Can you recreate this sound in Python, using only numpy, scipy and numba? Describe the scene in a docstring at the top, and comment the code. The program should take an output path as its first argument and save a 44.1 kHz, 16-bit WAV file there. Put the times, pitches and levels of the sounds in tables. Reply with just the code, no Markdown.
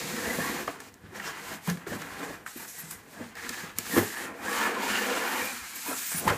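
"""Jerky, papery scraping throughout: a foam tray is pulled out of a long cardboard box, heard close up.
Dense stick-slip releases ring the box walls and panels, and at times one resonance sings out alone.
Foam beads hiss and whistle on the glossy card; this hiss is made of finer slips.
Decaying rings make the box thud on the table and its edges tick, in a small quiet room with still air.
"""
import sys
import numpy as np
from scipy import signal
from scipy.fft import rfft, irfft
from scipy.io import wavfile
from scipy.ndimage import uniform_filter1d
from numba import njit

SR = 44100
rng = np.random.default_rng(int(sys.argv[2]) if len(sys.argv) > 2 else 0)


def generate_wav(signal):
    """Clip the signal to [-1, 1] and save it as 16-bit WAV at the path in sys.argv[1]."""
    frames = np.transpose(np.atleast_2d(signal))
    scaled = np.clip(frames, -1, 1) * 32767
    pcm = np.round(scaled).astype(np.int16)
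    wavfile.write(sys.argv[1], SR, pcm)


N = 280917

# One list per pull; pressure sets the scrape, speed the hiss: (t/s, scrape level/dB, bead hiss level/dB)
PULLS = [
    [(0.0, -38.5, -37.5), (0.02, -44.5, -39), (0.198, -39.5, -39), (0.402, -37.5, -40.5),
     (0.45, -37, -38.5), (0.618, -40, -43.5), (0.67, -49, -50)],
    [(0.726, -50, -50), (0.784, -49.5, -61), (0.805, -52, -55.5), (0.885, -51.5, -54), (0.91, -61.5, -68),
     (1.01, -62.5, -78), (1.045, -57, -71), (1.1, -57.5, -68)],
    [(1.135, -51.5, -61), (1.162, -41.5, -48), (1.222, -46, -49.5), (1.25, -40.5, -44), (1.276, -38, -42),
     (1.305, -42.5, -46.5), (1.335, -46.5, -51.5), (1.468, -43, -46.5), (1.548, -39.5, -44.5),
     (1.606, -53, -63)],
    [(1.655, -50.5, -46), (1.698, -35, -41.5), (1.738, -57, -51), (1.83, -48.5, -62), (1.86, -52.5, -68)],
    [(1.874, -43.5, -47.5), (1.948, -40.5, -48.5), (2.044, -45, -55), (2.12, -43, -50.5),
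     (2.16, -45.5, -53), (2.195, -39.5, -48), (2.215, -39.5, -49), (2.24, -38.5, -45.5), (2.27, -42.5, -49),
     (2.3, -43, -49), (2.342, -46.5, -52), (2.416, -56, -67), (2.455, -55, -70)],
    [(2.465, -58, -49), (2.533, -62, -52.5), (2.575, -47.5, -48.5), (2.635, -45, -48.5), (2.668, -56, -55),
     (2.68, -53, -50.5), (2.728, -56, -52.5), (2.81, -49, -49), (2.838, -52, -52.5), (2.875, -52, -54.5),
     (2.926, -47, -49.5), (3.022, -57.5, -66), (3.05, -59, -67)],
    [(3.116, -56.5, -55.5), (3.21, -44, -55.5), (3.29, -51.5, -55.5), (3.342, -55, -67)],
    [(3.374, -44, -46.5), (3.44, -44.5, -46), (3.602, -42.5, -43), (3.648, -44.5, -46.5), (3.748, -52, -62)],
    [(3.78, -47, -45), (3.836, -47.5, -44), (3.955, -35, -36.5), (3.982, -23.5, -34), (4.01, -37.5, -39.5),
     (4.088, -44.5, -41.5), (4.252, -38, -45.5), (4.29, -43, -58), (4.325, -48, -63), (4.385, -48.5, -58),
     (4.415, -43, -56)],
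    [(4.446, -36, -45.5), (4.556, -31, -38), (4.656, -30.5, -39), (4.72, -35, -45), (4.78, -36, -48.5),
     (4.83, -32.5, -38.5), (4.914, -31, -35), (5.124, -31.5, -40), (5.442, -34, -40.5), (5.55, -41.5, -42)],
    [(5.626, -46, -46), (5.734, -46.5, -46), (5.768, -44, -42.5), (5.845, -49.5, -43.5),
     (5.862, -40, -40.5), (5.905, -36, -40), (5.945, -37.5, -43.5), (5.96, -45, -44), (5.98, -43.5, -40.5),
     (6.1, -48, -41), (6.118, -39, -40), (6.15, -42.5, -42), (6.195, -43, -41.5), (6.225, -42.5, -46)],
    [(6.264, -38, -47), (6.282, -26.5, -35.5), (6.318, -33, -45.5), (6.37, -42, -48)],
]
# How the rubbing is shared out: (t/s, wall boom against scrape level/dB,
# fine hiss against bead hiss level/dB, flap against the other panels level/dB)
RUB_BALANCE = [(0.0, 1.5, -11, 3), (0.35, -0.5, -1.5, 2), (0.5, -1.5, -3.5, 0), (0.85, -1, -7, -1),
               (1.1, -0.5, -5, 1.5), (1.3, -5.5, -10, 1), (1.56, -4.5, -5, 1.5), (1.75, -10, -3, -1),
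               (1.9, -2.5, -1.5, -1.5), (2.1, -4.5, -1.5, -1), (2.3, 0, -5, 1), (2.47, 0, 0.5, -1),
               (2.6, -6, 1, 1), (2.66, -4, 4, 3), (2.9, -8, 3, -0.5), (3.1, 1.5, -3, -2),
               (3.4, -8, -9.5, 0.5), (3.85, -7, -4.5, 1.5), (3.99, 1, 2.5, 0.5), (4.1, -11.5, -3.5, 8),
               (4.33, 2, -1, -2.5), (4.56, -7, -2.5, -2.5), (4.75, -0.5, -4.5, -3), (4.94, -11, -8, -1.5),
               (5.1, -4, -5.5, -4), (5.45, -7.5, -0.5, -0.5), (5.66, -18, -1.5, 0.5), (5.77, -12, -3.5, -1),
               (5.84, -13, 0, -2), (5.9, -3, 2.5, -3), (6.04, -20, 1.5, 2.5), (6.2, -5, 4, -6),
               (6.26, 4.5, 3.5, -5), (6.29, -6, -2, 1), (6.33, -1.5, 1, -2)]
# The whole contact catches and lets go: rms depth and rate of the shared throb
JUDDER_DB, JUDDER_PER_S = 0.76, 70
# After a blow the contact shudders on: level against the blow, time to die away
THUD_SHUDDER_DB, THUD_SHUDDER_T60_S = -12, 0.12
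SHUDDER_DB_PER_OCTAVE = -0.5  # higher thuds leave slightly less shudder than deep ones
TICK_SHUDDER_DB, TICK_SHUDDER_T60_S = -19.5, 0.25
CRACK_SHUDDER_DB, CRACK_SHUDDER_T60_S = -23, 0.032


def sliding():
    """Rubbing: coarse slips drive walls and panels, finer ones hiss directly and ring the foam."""
    scrape_db, bead_db = curves(np.vstack(PULLS))
    boom_db, fine_db, flap_db = curves(RUB_BALANCE)
    judder_db = JUDDER_DB * walk(JUDDER_PER_S)
    scrape_db = scrape_db + judder_db
    bead_db = bead_db + 0.69 * judder_db

    # the slope is in dB per octave, taken from 300 Hz
    thud_blows = [(s, db + SHUDDER_DB_PER_OCTAVE * np.log2(hz / 300)) for s, db, hz, *_ in THUDS]
    panel_blows = [(s, db) for s, *_, db, hz, t60 in TICKS]
    crack_blows = [(s, db) for s, db, *_ in TICKS]

    scrape = shudder(scrape_db, panel_blows, TICK_SHUDDER_DB, TICK_SHUDDER_T60_S)
    boom = shudder(scrape_db + boom_db, thud_blows, THUD_SHUDDER_DB, THUD_SHUDDER_T60_S)
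    bead = shudder(bead_db, crack_blows, CRACK_SHUDDER_DB, CRACK_SHUDDER_T60_S)
    fine = shudder(bead_db + fine_db, crack_blows, CRACK_SHUDDER_DB, CRACK_SHUDDER_T60_S)

    card = scrape * (rubbed_panels(boom_db, flap_db) + singing_panels()) + boom * rubbed_walls()
    foam = bead * (bead_hiss() + bead_whistles()) + fine * foam_tray()
    return card + foam + table_rumble(boom)


# Panel and flap modes: (f/Hz, width/Hz, level/dB)
PANELS = [(697, 75, 0.5), (815, 84, 6), (926, 46, 7), (1025, 102, 6), (1183, 194, 4), (1384, 130, 5),
          (1522, 40, 7), (1597, 56, 6), (1704, 55, 8), (1843, 65, 6.5), (2002, 46, 5.5), (2148, 87, 1.5),
          (2451, 150, 3.5), (2534, 206, -0.5), (2773, 89, -2), (3120, 190, -5.5)]
# Part of the box for each mode: 0 whole box, 1 low panels, 2 flap, 3 high panels
PANEL_PART = [0, 1, 1, 1, 0, 0, 0, 2, 2, 2, 2, 0, 0, 0, 3, 3]
# Panels above the flap: (t/s, level/dB)
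HIGH_PANELS = [(0, -1), (1.2, 0), (1.28, 7), (1.4, 1), (2.5, -3), (3.2, -3), (3.5, 1), (4.25, 1), (4.3, -8),
               (4.42, -3), (4.58, 2), (4.75, 0), (4.95, 5), (5.3, 2.5), (5.8, -5), (6.1, -10), (6.2, -3),
               (6.29, -2)]
LOW_PANELS_PER_BOOM_DB = 0.28  # low panels gain this many dB for each dB of wall boom
GRIT_DB = -6.5  # slips heard straight through the card, against the ringing panels


def rubbed_panels(boom_db, flap_db):
    """Coarse slips excite the card's mid resonances, with gritty slips heard straight through it."""
    high_db, = curves(HIGH_PANELS)
    low_db = LOW_PANELS_PER_BOOM_DB * (boom_db - np.mean(boom_db))
    part_db = [0, low_db, flap_db, high_db]
    ringing = coupled(slips(2500, 1.98, 0.99), PANELS, [part_db[k] for k in PANEL_PART], 1.07)
    grit = ring(slips(1500, 2.35, 3.1), [(1470, 1760, 0)])
    panels = unit(ringing) + undb(GRIT_DB) * unit(grit)
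    # small panels radiate no bass
    panels = signal.sosfilt(signal.butter(3, 650, "high", fs=SR, output="sos"), panels)
    return unit(ring(panels, [(1450, 3500, 0)]))


# A rubbed panel sings for a while; near the end the air in the box rises in pitch as the tray comes free:
# (start t/s, end t/s, first f/Hz, last f/Hz, level against scrape/dB)
RASPS = [(0.152, .215, 1900, 1690, -3), (.22, .355, 1810, 2000, -0.5), (.235, .3, 484, 486, -3),
         (0.392, 0.542, 1820, 1920, -2.5), (0.433, .51, 1070, 1080, -1.5), (1.24, 1.31, 1800, 1680, -6),
         (3.13, 3.2, 1750, 1650, -3), (1.26, 1.32, 1100, 1160, -7), (1.895, 1.956, 1870, 1500, -2),
         (2.74, 2.846, 1940, 1950, -5), (3.354, 3.47, 1750, 2100, -6), (3.52, 3.674, 1730, 1654, -2),
         (3.9, 3.957, 1940, 1760, 1.5), (4.078, 4.28, 1790, 1800, -9), (4.385, 4.41, 1690, 1700, 0),
         (4.422, 4.445, 990, 1000, -1), (4.45, 4.5, 1780, 1770, 0), (4.51, 4.757, 1800, 1680, -6.5),
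         (4.56, 4.61, 3000, 3000, -11), (4.488, 4.56, 1180, 1170, -8), (4.56, 4.7, 917, 975, -7),
         (4.74, 4.893, 1033, 920, -4.5), (4.85, 5.0, 2860, 2840, -7.5), (4.849, 4.97, 1870, 1800, -8.5),
         (4.957, 5.075, 1740, 1750, -6.5), (5.005, 5.26, 507, 494, -7.5), (5.198, 5.43, 1740, 1930, -9.5),
         (5.272, 5.423, 890, 880, -8), (5.403, 5.63, 2340, 2470, -5.5), (5.63, 5.86, 2370, 2240, -11),
         (5.64, 5.85, 1590, 1640, -9), (5.854, 5.925, 940, 1030, -5), (5.86, 5.94, 2480, 2500, -9),
         (5.885, 5.945, 1630, 1230, -8), (5.974, 6.19, 2460, 2280, -9), (6.085, 6.204, 1720, 1770, -6.5),
         (6.218, 6.289, 400, 1010, 2.5), (6.304, 6.348, 633, 374, -0.5)]
# Width of each gliding resonance: a fixed part and a share of the pitch
RASP_WIDTH_HZ, RASP_WIDTH_SHARE = 70, 0.04


def singing_panels():
    """Slips excite narrow panel resonances that slide in pitch, and the box's air rising as the tray leaves."""
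    return rasps(RASPS, RASP_WIDTH_HZ, RASP_WIDTH_SHARE, slips(1500, 2.2, 1.9))


# Low wall modes of the box: (f/Hz, width/Hz, level/dB)
WALLS = [(153.8, 20, 0), (212.2, 17, 3.5), (274.4, 27.4, 2), (319, 19, -0.5), (362, 41, -2),
         (432.6, 38.5, -0.5), (483, 48, 0), (566, 57, -3.5), (681, 74, -2.5)]
# Coupling into the long wall, the lowest mode: (t/s, level/dB)
LONG_WALL = [(0, 4), (3.8, 4.5), (4.4, -6), (4.9, -35), (5.7, -28), (5.8, -10), (6.0, -32), (6.2, 9)]


def rubbed_walls():
    """Coarse slips boom in the large walls; the lowest mode follows its own coupling."""
    long_db, = curves(LONG_WALL)
    walls = coupled(slips(2000, 1.83, 0.77), WALLS, [long_db] + [0] * (len(WALLS) - 1), 2.0)
    return unit(ring(walls, [(346, 410, 0)]))


# Spectrum of the bead hiss: (f/Hz, level per Hz/dB)
BEADS = [(1200, -50), (2200, 7), (3000, 2.5), (3400, 2.5), (4080, 4.5), (5710, 1.5), (6990, 4),
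         (9000, -2.5), (11700, -5)]


def bead_hiss():
    """Very dense, nearly even slips of foam beads fuse into a hiss."""
    return unit(colour(slips(12000, 0.63, 0.43), BEADS))


# Foam beads whistle in one treble band:
# (start t/s, end t/s, first f/Hz, last f/Hz, level against bead hiss/dB)
WHISTLES = [(1.15, 1.19, 6000, 5500, -3), (1.25, 1.305, 5620, 5200, -4), (2.46, 2.53, 7300, 7300, -4),
            (2.56, 2.59, 13500, 11500, 5), (2.59, 2.645, 11500, 12200, -1), (2.67, 2.75, 11000, 13000, 0),
            (2.67, 2.75, 5600, 7200, -1), (2.78, 2.83, 12500, 11000, 8), (2.77, 2.83, 6500, 8500, -3),
            (2.915, 2.95, 13000, 10000, 6), (5.44, 5.475, 13300, 13300, 1), (5.74, 5.79, 12600, 12400, -1),
            (5.85, 5.92, 12800, 12800, -7), (5.93, 6.07, 7000, 7400, -3), (5.98, 6.22, 14600, 14300, 1),
            (6.08, 6.215, 7540, 10700, 4)]
WHISTLE_WIDTH_SHARE = 0.33  # width of each gliding resonance, as a share of the pitch


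def bead_whistles():
    """Fine, patchy slips excite broad treble resonances that slide in pitch."""
    return rasps(WHISTLES, 0, WHISTLE_WIDTH_SHARE, slips(6000, 2.1, 3.6))


# Broad resonances of the foam tray: (f/Hz, width/Hz, level/dB)
FOAM = [(7660, 2000, 5), (9370, 670, -1.5), (9960, 3700, 1.5), (11880, 1300, -1), (13100, 1500, 3.5),
        (14600, 1100, 4)]
# Spectrum laid over the ringing foam: (f/Hz, level per Hz/dB)
FINE = [(3500, -60), (5000, 7), (8000, 5), (10000, 5), (12500, 6), (15500, -0.5)]


def foam_tray():
    """Separate patches of beads excite each foam resonance, giving a fine treble hiss."""
    foam = sum(coupled(slips(9000, 1.6, 1.0), [mode], [0], 2.5) for mode in FOAM)
    return unit(colour(foam, FINE))


# Table modes: (f/Hz, width/Hz, level/dB)
TABLE = [(44, 24, 4.5), (103.3, 10.4, 5)]
# Rumble against the wall boom, dB gained per dB of long-wall coupling, level at rest
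RUMBLE_DB, RUMBLE_PER_WALL_DB, RUMBLE_REST_DB = -19.5, 0.3, -65.5


def table_rumble(boom):
    """Sparser, patchy slips ring the table; the rumble follows the wall boom and never quite stops."""
    long_db, = curves(LONG_WALL)
    gain = undb(RUMBLE_DB + RUMBLE_PER_WALL_DB * long_db) * boom + undb(RUMBLE_REST_DB)
    return gain * unit(ring(slips(600, 1.1, 5.5), TABLE))


# Blows on the box: (t/s, level/dB, ring f/Hz, t60/s, table hum against the blow level/dB)
THUDS = [(0.123, -26.5, 236, 0.17, -34), (0.268, -29, 238, 0.18, -18), (0.384, -18.5, 228, 0.037, -29),
         (0.386, -26, 490, 0.044, -30), (0.494, -27.5, 320, 0.2, -31), (0.6785, -28, 560, 0.013, -24),
         (0.684, -30.5, 683, 0.057, -27), (0.694, -38, 296, 0.055, -22), (1.037, -39.5, 172, 0.05, -2.5),
         (1.062, -45, 150, 0.054, -9), (1.087, -46, 140, 0.063, -1), (1.121, -40.5, 373, 0.15, -10.5),
         (1.676, -22.5, 171.5, 0.25, -27), (1.71, -25, 173, 0.17, -31), (1.739, -38, 190, 0.084, -25),
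         (1.774, -40, 203, 0.076, -21), (1.867, -30, 398, 0.045, -20), (1.884, -37, 272, 0.037, -14),
         (1.903, -32, 212, 0.046, -16), (1.915, -30, 224, 0.053, -18), (1.921, -30.5, 603, 0.037, -30),
         (1.933, -28.5, 260, 0.035, -17), (1.955, -30.5, 199, 0.043, -22), (2.559, -33, 243, 0.06, -22),
         (2.835, -42, 165, 0.1, -19), (2.865, -47, 150, 0.07, -19), (2.922, -46, 160, 0.06, -19),
         (3.188, -34, 300, 0.054, -18), (3.2, -34, 516, 0.07, -25), (3.207, -28, 237, 0.069, -19),
         (3.232, -39, 229, 0.07, -18), (3.444, -35, 234, 0.11, -29), (3.493, -35, 228, 0.2, -26),
         (3.635, -34.5, 189, 0.045, -16), (3.786, -33, 230, 0.042, -28), (3.89, -39, 228, 0.1, -25),
         (3.935, -23.5, 298, 0.078, -26), (3.964, -14.5, 296, 0.076, -20), (3.976, -10.5, 332, 0.048, -18),
         (3.994, -22.5, 414, 0.12, -10), (4.024, -25, 433, 0.093, -25), (4.77, -31.5, 210, 0.3, -25),
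         (5.422, -42, 196, 0.22, -29), (5.525, -40, 237, 0.2, -28), (5.889, -32, 266, 0.08, -30),
         (5.912, -33, 606, 0.05, -32), (5.927, -35, 258, 0.091, -30), (6.117, -48, 200, 0.1, -18),
         (6.143, -32.5, 170, 0.12, -13), (6.175, -40, 159, 0.1, -9), (6.264, -16.5, 190, 0.037, -15.5),
         (6.302, -27.5, 136, 0.047, -1)]


def thuds():
    """Soft blows: the walls nearest in pitch to the loaded one ring, the table hums under them."""
    out, t = np.zeros(N), np.arange(SR // 3) / SR
    turns = rng.random((len(THUDS), len(WALLS)))
    for (s, db, hz, t60, table_db), phases in zip(THUDS, turns):
        wall = np.sin(2 * np.pi * hz * t)
        for (mode_hz, _, mode_db), phase in zip(WALLS, phases):
            # a wall answers 24 dB weaker for each octave between it and the blow
            answer_db = mode_db - 6.0 - 24 * abs(np.log2(mode_hz / hz))
            wall = wall + undb(answer_db) * np.sin(2 * np.pi * (mode_hz * t + phase))
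        hum = undb(table_db) * fade(t, 0.12, 0.0032) * np.sin(2 * np.pi * TABLE[-1][0] * t)
        add(out, s, undb(db) * (fade(t, t60, 0.0027) * unit(wall) * 0.5 + hum))
    return out


# Edges letting go: (t/s, crack peak level/dB, crack f/Hz, crack t60/s,
# panel level/dB, panel f/Hz, panel t60/s)
TICKS = [(0.6757, -33, 4750, 0.02, -30, 1790, 0.016), (0.679, -45, 4750, 0.02, -20, 1195, 0.018),
         (0.8027, -33.5, 7740, 0.017, -35, 1700, 0.018), (0.941, -39, 6730, 0.011, -60, 1850, 0.032),
         (1.198, -40, 4590, 0.02, -30, 1920, 0.029), (1.675, -29, 12300, 0.015, -28, 990, 0.022),
         (1.6993, -20.5, 6100, 0.015, -30, 1780, 0.031), (1.7718, -41, 3850, 0.02, -39.5, 1710, 0.024),
         (1.8655, -45, 4020, 0.02, -39, 1375, 0.066), (2.0178, -30, 6500, 0.029, -38, 1350, 0.054),
         (2.4634, -47, 6770, 0.02, -24.5, 1530, 0.015), (2.4758, -50, 3200, 0.02, -39, 1750, 0.027),
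         (2.6504, -40, 4200, 0.02, -38.5, 1490, 0.028), (2.909, -24, 11600, 0.044, -47, 1080, 0.035),
         (3.033, -49, 6490, 0.02, -53, 1790, 0.035), (3.3534, -36, 4900, 0.02, -41, 1760, 0.043),
         (3.369, -45, 4000, 0.02, -37, 1750, 0.025), (3.383, -48, 4000, 0.02, -36, 1790, 0.03),
         (3.447, -42, 4000, 0.02, -32.5, 2050, 0.025), (3.468, -48, 4000, 0.02, -34, 1750, 0.022),
         (3.492, -19.5, 6500, 0.017, -30.5, 1770, 0.029), (3.542, -36, 4000, 0.02, -31, 1730, 0.033),
         (3.7855, -14.5, 7400, 0.0079, -36.5, 1680, 0.04), (3.7857, -13.5, 12800, 0.007, -45, 4000, 0.01),
         (3.964, -30, 7060, 0.018, -22, 1080, 0.035), (3.975, -27, 5000, 0.02, -33, 1730, 0.029),
         (3.9832, -22, 4470, 0.02, -27, 1770, 0.034), (5.455, -26, 13000, 0.04, -52, 2400, 0.03),
         (6.146, -45, 4500, 0.02, -38, 1760, 0.016), (6.2774, -28, 4880, 0.018, -19, 1040, 0.023),
         (6.284, -37, 4880, 0.018, -28, 1690, 0.022), (6.302, -28, 4940, 0.02, -22.5, 1290, 0.029)]
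SNAP_S = 0.0012  # decay time constant of the clean ring at the front of a crack


def ticks():
    """An edge lets go: a bright crack escapes and the panels ring briefly around one pitch."""
    out, t = np.zeros(N), np.arange(SR // 8) / SR
    noises = rng.standard_normal((len(TICKS), 2, len(t)))
    for (s, crack_db, crack_hz, crack_t60, db, hz, t60), (panel_noise, crack_noise) in zip(TICKS, noises):
        rattle = unit(ring(ring(panel_noise, PANELS), [(hz, 0.6 * hz, 0)]))
        panel = np.sin(2 * np.pi * hz * t) + 1.37 * rattle
        snap = 1.6 * np.sin(2 * np.pi * crack_hz * t) * np.exp(-t / SNAP_S)
        band = ring(crack_noise, [(crack_hz, 0.62 * crack_hz, 0)])
        splinter = unit(band + 0.24 * np.diff(crack_noise, prepend=0))
        crack = fade(t, crack_t60, 0.0003) * (snap + splinter)
        panel_part = undb(db) * fade(t, t60, 0.00015) * panel
        add(out, s, panel_part + undb(crack_db) * crack / np.abs(crack).max())
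    return out


ROOM_T60_S, ROOM_TREBLE_T60_S, ROOM_DB = 0.36, 0.15, -14.5


def room(x):
    """A small furnished room: a noisy tail that loses its treble first."""
    t = np.arange(SR // 2) / SR
    tail = rng.standard_normal(len(t)) * (t > .006)
    dull = signal.lfilter([.3], [1, -.7], tail)
    bright = 0.71 * (tail - dull)
    tail = (dull * np.exp(-np.log(1000) * t / ROOM_T60_S)
            + bright * np.exp(-np.log(1000) * t / ROOM_TREBLE_T60_S))
    return x + undb(ROOM_DB) * signal.fftconvolve(x, tail / np.sqrt(np.sum(tail ** 2)))[:N]


# Spectrum of the still air: (f/Hz, level per Hz/dB)
AIR = [(18, -38), (30, -8.5), (145, -3.5), (215, 2), (287, -8), (437, -8), (569, -16), (14800, -26.5),
       (16000, -48)]
AIR_DB = -60


def still_air():
    """Steady shaped noise: the quiet background of the room."""
    return undb(AIR_DB) * unit(colour(rng.standard_normal(N), AIR))


def slips(per_s, spread_db, patchy_db):
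    """Tiny stick-slip releases at random moments, mostly small, over a patchy surface."""
    hit = rng.random(N) < per_s / SR
    size_db = spread_db * np.minimum(rng.exponential(size=N), 4.5)
    sign = rng.choice([-1, 1], size=N)
    return hit * undb(size_db) * sign * undb(patchy_db * walk(35))


def coupled(drive, modes, gains_db, drift_db):
    """Each mode is driven through its own coupling, which also wanders as the contact moves."""
    total = 0
    for k, (mode, db) in enumerate(zip(modes, gains_db)):
        total = total + (-1) ** k * ring(drive * undb(db + drift_db * walk(9)), [mode])
    return total


WANDER_SHARE = 0.017  # a singing pitch strays by this share (rms)


def rasps(rows, least_hz, share, drive):
    """Slips caught by a single resonance that fades in, slides as the contact moves, and fades out."""
    out, stray = np.zeros(N), 1 + WANDER_SHARE * walk(25)
    for start, end, from_hz, to_hz, db in rows:
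        t = np.arange(start, end, 1 / SR)
        # each row takes its own stretch of the wander and of the slips
        wander = np.roll(stray, -int((start + end) * SR))[:len(t)]
        part = np.roll(drive, -int(start * SR))[:len(t)]
        hz = np.interp(t, [start, end], [from_hz, to_hz]) * wander
        width_hz = least_hz + share * hz.mean()
        held = np.clip(np.minimum(t - start, end - t) / 0.014, 0, 1)
        song = glide(glide(part, hz, width_hz), hz, width_hz)
        add(out, start, undb(db) * held * unit(song))
    return out


@njit
def glide(x, hz, width):
    """A resonance whose centre moves from sample to sample (state-variable band-pass)."""
    y, band, low = np.empty(len(x)), 0., 0.
    for i in range(len(x)):
        g, k = np.tan(np.pi * hz[i] / SR), width / hz[i]
        v = (band + g * (x[i] - low)) / (1 + g * (g + k))
        band, low, y[i] = 2 * v - band, low + 2 * g * v, k * v
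    return y


def shudder(steady_db, blows, below_db, t60):
    """Gain of a rubbing layer: steady level plus a dying shake after each (s, dB) blow, summed in power."""
    power, t = undb(steady_db) ** 2, np.arange(SR // 3) / SR
    for s, db in blows:
        add(power, s, (undb(db + below_db) * fade(t, t60, 0.0016)) ** 2)
    return np.sqrt(power)


def ring(x, modes):
    """Resonances of alternating sign, each with its own gain."""
    return sum((-1) ** k * undb(db) * signal.lfilter(*signal.iirpeak(hz, hz / width, fs=SR), x)
               for k, (hz, width, db) in enumerate(modes))


def colour(x, points):
    """Shape a dense signal to (Hz, dB) points."""
    hz, db = np.transpose(points)
    f = np.arange(1, len(x) // 2 + 2) * SR / len(x)
    return irfft(rfft(x) * undb(np.interp(np.log(f), np.log(hz), db)), len(x))


def walk(rate):
    """Random levels held 1 / rate s and slewed, scaled to a spread near 1."""
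    k = int(SR / rate)
    held = np.repeat(rng.standard_normal(N // k + 1), k)
    return unit(uniform_filter1d(held, k)[:N])


def curves(rows):
    """Columns of a table joined by straight lines, one value a sample."""
    s, *columns = np.transpose(rows)
    return [np.interp(np.arange(N) / SR, s, c) for c in columns]


def fade(t, t60, rise_s):
    """Envelope with a short rise and an exponential fall, scaled to a top of 1."""
    shape = (1 - np.exp(-t / rise_s)) * np.exp(-np.log(1000) * t / t60)
    return shape / shape.max()


def add(track, s, burst):
    """Mix a burst into a track at s seconds."""
    i = int(s * SR)
    track[i:i + len(burst)] += burst[:len(track) - i]


def undb(db):
    """dB to gain."""
    return 10 ** (np.asarray(db) / 20)


def unit(x):
    """Scale to rms 1."""
    return x / np.sqrt(np.mean(x ** 2))


def scene():
    """Box and foam in the room, over still air; one microphone feeds both channels."""
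    mono = room(sliding() + thuds() + ticks()) + still_air()
    return np.array([mono, mono])


MIC_LOW_HZ, TOP_HZ = 58.3, 15250


def record(dry):
    """The microphone loses the deep bass; the recorder cuts the top steeply."""
    thin = signal.sosfilt(signal.butter(3, MIC_LOW_HZ, "high", fs=SR, output="sos"), dry)
    return signal.sosfilt(signal.ellip(12, .2, 70, TOP_HZ, fs=SR, output="sos"), thin)


dry = scene()
out = record(dry)
generate_wav(out)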